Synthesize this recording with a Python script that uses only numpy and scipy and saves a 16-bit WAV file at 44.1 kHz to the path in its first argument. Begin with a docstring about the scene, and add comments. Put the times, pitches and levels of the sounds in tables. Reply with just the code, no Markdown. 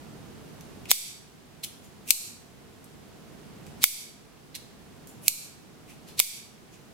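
"""Sharp metallic snaps in a small quiet room: a steel folding knife is flicked open three times, shut twice.
The blade clicks past its detent and slams on the stop pin; the lock bar scrapes aside before each closing.
Impacts and friction excite the steel's resonances, which reach a close stereo microphone directly and as
reverberation. The snaps overload the microphone and duck its gain with a soft thump, so the room's ring
lingers and the background creeps back."""
import sys
import numpy as np
from scipy import signal
from scipy.fft import rfft, irfft
from scipy.io import wavfile
from scipy.ndimage import minimum_filter1d

SR = 44100
rng = np.random.default_rng(int(sys.argv[2]) if len(sys.argv) > 2 else 0)


def to_wav(sig):
    """Store sig (one row per channel, or 1-D mono) as 16-bit WAV at the path in sys.argv[1].

    Samples outside -1..1 are clipped; the rate is SR.
    """
    pcm = np.clip(np.atleast_2d(sig), -1, 1) * 32767
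    pcm = np.round(pcm).astype(np.int16)
    wavfile.write(sys.argv[1], SR, pcm.T)  # frames by channels


N = 305613
TIME = np.arange(N) / SR
MS = 1 / 1000
LOCK_BAR_HZ, SWISH_LEAD_MS = 4130, 2.7  # ring of the rubbed bar; a swish peaks this long before its blow

# resonances of the open knife and its small parts: pitch_hz, width_hz, level_db
STEEL_MODES = [(2300, 240, -3.5), (3600, 200, -6), (4650, 450, -1.5), (5800, 220, 0.5), (7150, 330, -7),
               (8000, 350, -1), (11400, 200, -5), (12550, 180, -2.5)]
# radiation spectrum of lock bar, detent and pivot: frequency_hz, level_db
PART_SPECTRUM = [(200, -44), (1400, -35), (1900, -18.5), (2400, -8), (4200, -7), (5500, -2.5), (8000, 1),
                 (12000, 4), (16000, -2.5)]
# left-right coherence of the direct sound: frequency_hz, coherence
DIRECT_COHERENCE = [(1500, 1), (3000, 0.6), (6000, 0.3), (12000, 0.17)]


def openings(walls, lock_lead_ms=7):
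    """Impact excitation: the blade swishes out, the lock bar clicks, the stop pin's blow jolts the handle."""
    # blows on the stop pin: start_s, level_db, tilt_db_per_octave, ring_hz, knock_db, lock_db, lock_hz,
    # room_db
    flicks = [(0.9145, 3, 0.55, 8000, -17.5, -11.5, 7900, 2), (3.8403, 3.5, 2, 2200, -18, -15.5, 3700, 1.5),
              (6.2002, 3, 1.27, 2330, -19, -6, 4200, -0.5)]
    # radiation spectrum of the free blade, weak below 2 kHz: frequency_hz, level_db
    blade_spectrum = [(200, -30.5), (700, -28.5), (1400, -20), (1950, -10.5), (2230, -4.5), (2700, -6),
                      (3500, -1.5), (5100, -3.5), (7000, -2), (11500, 0), (13000, -6), (14400, 3.5),
                      (16000, -14.5)]
    # dull knock of the handle: frequency_hz, level_db
    knock_spectrum = [(80, -36), (250, -15), (480, -4), (800, 0.5), (1500, 2), (2500, -17), (6000, -66.5)]
    bar = small_part(tilt=-6.5, ring_hz=LOCK_BAR_HZ)
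    handle = modal_response(knock_spectrum, [], ring_db=0, tilt=0)
    for s, db, tilt, ring_hz, knock_db, lock_db, lock_hz, room_db in flicks:
        grip_mode = (ring_hz, 260, 2)  # the grip decides which resonance rings most
        blade = modal_response(blade_spectrum, [*STEEL_MODES, grip_mode], ring_db=3, tilt=tilt)
        blade = rebound(blade, delay_ms=0.86)
        catch = small_part(tilt=-1.5, ring_hz=lock_hz)
        yield friction(bar, walls, s - SWISH_LEAD_MS * MS, db=-27.5,
                       rise_ms=15.7, fall_ms=1.5, grain_db=2, room_db=-17)
        yield s - lock_lead_ms * MS, impact(catch, walls, lock_db, decay_ms=2.4, pan_db=0, room_db=-17.5)
        yield s, impact(blade, walls, db, decay_ms=0.77, pan_db=4, room_db=room_db)
        yield s, impact(handle, walls, knock_db, decay_ms=0.5, pan_db=-6.5, room_db=-28)


def closings(walls):
    """Impact excitation: the blade swishes between the liners, snaps home and rings the shut knife's modes."""
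    # closing blows: start_s, level_db, tilt_db_per_octave, ring_hz, decay_ms, pan_db, room_db
    snaps = [(2.1056, 4.5, -0.5, 8150, 4.3, 10.2, -2.5), (5.2811, -0.5, -0.04, 2330, 1.74, -4, -1)]
    # resonances of the shut knife: pitch_hz, width_hz, level_db
    shut_modes = [(4410, 120, -4), (5850, 130, -3), (6300, 49, -5), (6660, 66, -3), (7080, 54, -2),
                  (8410, 520, 0), (9670, 77, -6), (10500, 47, -5), (11200, 110, -1), (11700, 150, -4),
                  (14000, 49, -8), (14400, 28, -9)]
    # radiation spectrum of the shut knife: frequency_hz, level_db
    shut_spectrum = [(200, -45.5), (1000, -25), (1850, -30.5), (2300, -6.5), (3200, -12.5), (4200, -3),
                     (5000, -6.5), (7500, -2), (10000, -5), (13000, 1), (16000, -14.5)]
    handle = small_part(tilt=-3.1, ring_hz=2600)
    for s, db, tilt, ring_hz, decay_ms, pan_db, room_db in snaps:
        grip_mode = (ring_hz, 300, 0)
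        knife = modal_response(shut_spectrum, [*shut_modes, grip_mode], ring_db=3, tilt=tilt)
        yield friction(handle, walls, s - SWISH_LEAD_MS * MS, db - 34.5,
                       rise_ms=24, fall_ms=3.7, grain_db=7.5, room_db=-21)
        yield s, impact(rebound(knife, delay_ms=0.72), walls, db, decay_ms, pan_db, room_db)


def lock_releases(walls, squeak_lead_ms=2.8):
    """Stick-slip: the lock bar squeaks under the thumb, clicks free and scrapes across the blade's heel."""
    # thumb pushes: slip_s, level_db, tilt_db_per_octave, ring_hz, scrape_delay_ms
    pushes = [(1.6404, -25.5, -4, 3310, 5.5), (4.5516, -30, -7, 4190, 9)]
    squeak = modal_response(PART_SPECTRUM, [(LOCK_BAR_HZ, 180, 26)], ring_db=1, tilt=-9.5)
    for s, db, tilt, ring_hz, scrape_delay_ms in pushes:
        bar = small_part(tilt, ring_hz)
        yield friction(squeak, walls, s - squeak_lead_ms * MS, db - 0.5,
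                       rise_ms=3.8, fall_ms=2.5, grain_db=-0.5, room_db=-14)
        yield s, impact(bar, walls, db + 1.5, decay_ms=0.9, pan_db=-11, room_db=-15)
        yield friction(bar, walls, s + scrape_delay_ms * MS, db,
                       rise_ms=10, fall_ms=6.5, grain_db=7, room_db=-5.5)


def handling(walls):
    """Light contacts and friction excite the small parts faintly between the snaps."""
    # ticks of detent ball and grip: start_s, level_db, tilt_db_per_octave, ring_hz
    ticks = [(0.609, -42, -5, 6000), (.8553, -38.5, -10.5, 2700), (2.8424, -40, -1, 8400),
             (3.6664, -43, -7.5, 7700), (5.072, -37, -0.5, 7100), (5.2330, -43, 0, 10600),
             (6.0868, -44, -7, 3500)]
    # the blade turns slowly on its pivot, or fingers shift: peak_s, level_db, tilt_db_per_octave, ring_hz
    rubs = [(1.853, -53, -2, 6900), (5.095, -50.5, 0.5, 7000), (5.246, -46, 2, 10600),
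            (5.903, -47.5, -7, 2470), (6.094, -47.5, -6.5, 4280), (6.744, -51, -9.5, 6800)]
    for s, db, tilt, ring_hz in ticks:
        yield s, impact(small_part(tilt, ring_hz), walls, db, decay_ms=2.5, pan_db=0, room_db=-0.5)
    for s, db, tilt, ring_hz in rubs:
        yield friction(small_part(tilt, ring_hz), walls, s, db,
                       rise_ms=21.6, fall_ms=20, grain_db=2.5, room_db=-2)


def impact(body, walls, db, decay_ms, pan_db, room_db, size=2048):
    """Broadband excitation: brief steel-on-steel chatter drives all modes; db is its level over 1 ms."""
    # gain of the direct path: frequency_hz, gain_db
    direct_gain = [(1000, 1.86), (3000, 2), (6000, 0.38), (9000, -1), (14000, 0.5)]
    # level difference on the direct path: frequency_hz, left_minus_right_db
    direct_pan = [(1000, -2), (2400, 6), (4500, 0), (8000, -6), (14000, -6)]
    hz = np.fft.rfftfreq(size, 1 / SR)
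    direct_db = along(direct_gain, hz) + np.outer([1, -1], along(direct_pan, hz) + pan_db) / 2
    decay = np.exp(-TIME[:size] / (decay_ms * MS))
    contacts = rfft(irfft(noise_spectra(DIRECT_COHERENCE, size)) * decay)
    chatter = unit(irfft(contacts / np.abs(contacts)))  # flat spectrum
    paths = undb(room_db) * walls
    paths[:, :size // 2] += irfft(rfft(chatter) * undb(direct_db))[:, :size // 2]
    return undb(db) * np.sqrt(MS * SR) * signal.fftconvolve(paths, body[None], axes=1)


def friction(body, walls, peak_s, db, rise_ms, fall_ms, grain_db, room_db, size=16384):
    """Sliding friction: dense tiny slips swell and fade, driving the body; returns (start_s, sound)."""
    t = TIME[:size] - size / 2 / SR
    swell = np.exp(-np.where(t < 0, (t / (rise_ms * MS)) ** 2, t / (fall_ms * MS)))
    slips = irfft(noise_spectra(DIRECT_COHERENCE, size)) * undb(grain_db * rng.standard_normal(size))
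    force = unit(slips) * np.sqrt(size) * swell * undb(db)
    direct = signal.fftconvolve(force, body[None], axes=1)
    sound = undb(room_db) * signal.fftconvolve(direct, walls, axes=1)
    sound[:, :direct.shape[1]] += direct
    return peak_s + t[0], sound


def modal_response(spectrum, modes, ring_db, tilt, size=4096):
    """Minimum-phase impulse response: resonance peaks on a broad spectrum; tilt is in dB per octave."""
    hz = np.fft.rfftfreq(size, 1 / SR)
    peaks = sum(undb(db + ring_db) ** 2 / (1 + (2 * (hz - f) / width) ** 2) for f, width, db in modes)
    tilt_db = tilt * np.log2(np.maximum(hz, 2000))
    magnitude = undb(along(spectrum, hz) + tilt_db) * np.sqrt(1 + peaks)
    cepstrum = irfft(np.log(magnitude))
    cepstrum[1:size // 2] *= 2  # folding the cepstrum makes the response causal
    cepstrum[size // 2 + 1:] = 0
    return unit(irfft(np.exp(rfft(cepstrum)))[:size // 2])


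def small_part(tilt, ring_hz):
    """Dominant resonance: in lock bar, detent or pivot one broad mode stands above the rest."""
    return modal_response(PART_SPECTRUM, [*STEEL_MODES, (ring_hz, 520, 10.5)], ring_db=-2.5, tilt=tilt)


def rebound(body, delay_ms, level_db=-15.5, cutoff_hz=10700):
    """Comb filtering: a second, softer contact interferes with the first and ripples its spectrum."""
    hz = np.fft.rfftfreq(len(body), 1 / SR)
    second_contact = undb(level_db) * np.exp(-(hz / cutoff_hz) ** 2 - 2j * np.pi * hz * delay_ms * MS)
    return unit(irfft(rfft(body) * (1 + second_contact)))


def reverberation(build_ms=3, early_ms=10, size=32768):
    """Diffuse field, unrelated left and right: desk and hand reflect first, the top treble dies soonest."""
    # reverberation times: frequency_hz, t60_s
    decay_times = [(1000, 0.39), (2500, 0.57), (5000, 0.56), (8500, 0.47), (12000, 0.41), (16000, 0.27)]
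    t, hz = TIME[:size], np.fft.rfftfreq(size, 1 / SR)
    noise = rfft(rng.standard_normal((2, size)))
    centres, t60s = np.transpose(decay_times)
    bands = (irfft(noise * np.interp(hz, centres, share)) for share in np.eye(len(centres)))
    tail = sum(band * np.exp(-np.log(1000) * t / t60) for band, t60 in zip(bands, t60s))
    build_up = 1 - np.exp(-t / (build_ms * MS))
    early_boost = 1 + np.exp(-t / (early_ms * MS))
    return unit(tail * build_up * early_boost)


def background(air_db=-46.5, waver=0.28, waver_ms=60, pan_db=-2.5):
    """Ambient noise: a low steady rush and a faint hum, randomly modulated in amplitude and phase."""
    # spectral density of the room's noise: frequency_hz, relative_db
    air_spectrum = [(15, -44), (25, -14), (102, -3), (170, -2), (200, 0), (293, -5), (439, -7), (560, -14),
                    (695, -12), (863, -16), (2160, -24), (2910, -25), (11300, -33), (14800, -37),
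                    (16000, -43)]
    # left-right coherence of that noise: frequency_hz, coherence
    air_coherence = [(40, 0.21), (150, 0.05), (600, .3), (2000, 0.3), (8000, 0.061)]
    # tones of the hum: pitch_hz, level_db
    hum_tones = [(149, -59), (200, -71)]
    colour = undb(along(air_spectrum, np.fft.rfftfreq(N, 1 / SR)))
    air = undb(air_db) * np.sqrt(N) * unit(irfft(noise_spectra(air_coherence, N) * colour, N))
    for hz, db in hum_tones:
        drift, swell = np.sqrt(N) * unit(lag(rng.standard_normal((2, N)), waver_ms))
        air += undb(db) * np.sqrt(2) * (1 + waver * swell) * np.sin(2 * np.pi * hz * TIME + drift)
    return air * undb([[pan_db / 2], [-pan_db / 2]])


def gain_control(x, threshold_db=-14, attack_ms=3.1, hold_ms=50, thump_db=-55.5, thump_s=0.065):
    """Compression: peaks cut the gain, which returns fast, then slowly; each cut leaks a soft thump."""
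    envelope = lag(np.abs(x).max(axis=0), ms=0.36)
    over_db = np.maximum(20 * np.log10(envelope + 1e-9) - threshold_db, 0)
    half = int(hold_ms * MS * SR / 2)
    held_db = -minimum_filter1d(-over_db, 2 * half + 1, origin=half)
    cut_db = np.maximum(recover(held_db, per_s=72), recover(0.5 * held_db, per_s=4.5))
    offset = undb(thump_db) * recover(np.minimum(held_db, 1), per_s=1 / thump_s)
    return x * undb(-lag(cut_db, attack_ms)) - lag(offset, attack_ms)


def recover(cut, per_s):
    """Peak detection: a cut takes hold at once and lets go at a steady rate."""
    return np.maximum.accumulate(cut + per_s * TIME) - per_s * TIME


def noise_spectra(coherence, size):
    """Partial coherence: left and right spectra are the sum and difference of two independent noises."""
    alike = np.clip(along(coherence, np.fft.rfftfreq(size, 1 / SR)), 0, 1)
    mid, side = rfft(rng.standard_normal((2, size))) * np.sqrt([1 + alike, 1 - alike])
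    return np.array([mid + side, mid - side])


def undb(db):
    """Decibels to amplitude ratio."""
    return 10 ** (np.asarray(db) / 20)


def unit(x):
    """Normalisation of each channel to energy 1."""
    return x / np.sqrt(np.sum(x ** 2, axis=-1, keepdims=True))


def along(points, hz):
    """Interpolation of (frequency_hz, value) points on a log-frequency axis."""
    f, value = np.transpose(points)
    return np.interp(np.log(hz + 1), np.log(f), value)


def lag(x, ms):
    """One-pole low-pass with time constant ms."""
    keep = np.exp(-1 / (ms * MS * SR))
    return signal.lfilter([1 - keep], [1, -keep], x)


def scene():
    """Superposition: the knife's sounds share one room response and add to the background."""
    out = background()
    walls = reverberation() * undb([[-0.7], [0.7]])
    for source in (openings, closings, lock_releases, handling):
        for start_s, sound in source(walls):
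            i = int(start_s * SR)
            out[:, i:i + sound.shape[1]] += sound[:, :N - i]
    return out


def record(dry, hiss_db=-59.5, top_hz=16200):
    """Overload: a snap's first millisecond outruns the gain control and clips; the electronics hiss."""
    # spectral density of the microphone's self-noise: frequency_hz, relative_db
    hiss_spectrum = [(100, 2), (1000, 5), (3000, 1), (8000, -4.5), (16000, -10.5)]
    colour = undb(along(hiss_spectrum, np.fft.rfftfreq(N, 1 / SR)))
    hiss = irfft(rfft(rng.standard_normal((2, N))) * colour, N)
    captured = np.clip(gain_control(dry), -1, 1) + undb(hiss_db) * np.sqrt(N) * unit(hiss)
    return signal.fftconvolve(captured, signal.firwin(255, top_hz, fs=SR)[None], "same", axes=1)


dry = scene()
out = record(dry)
to_wav(out)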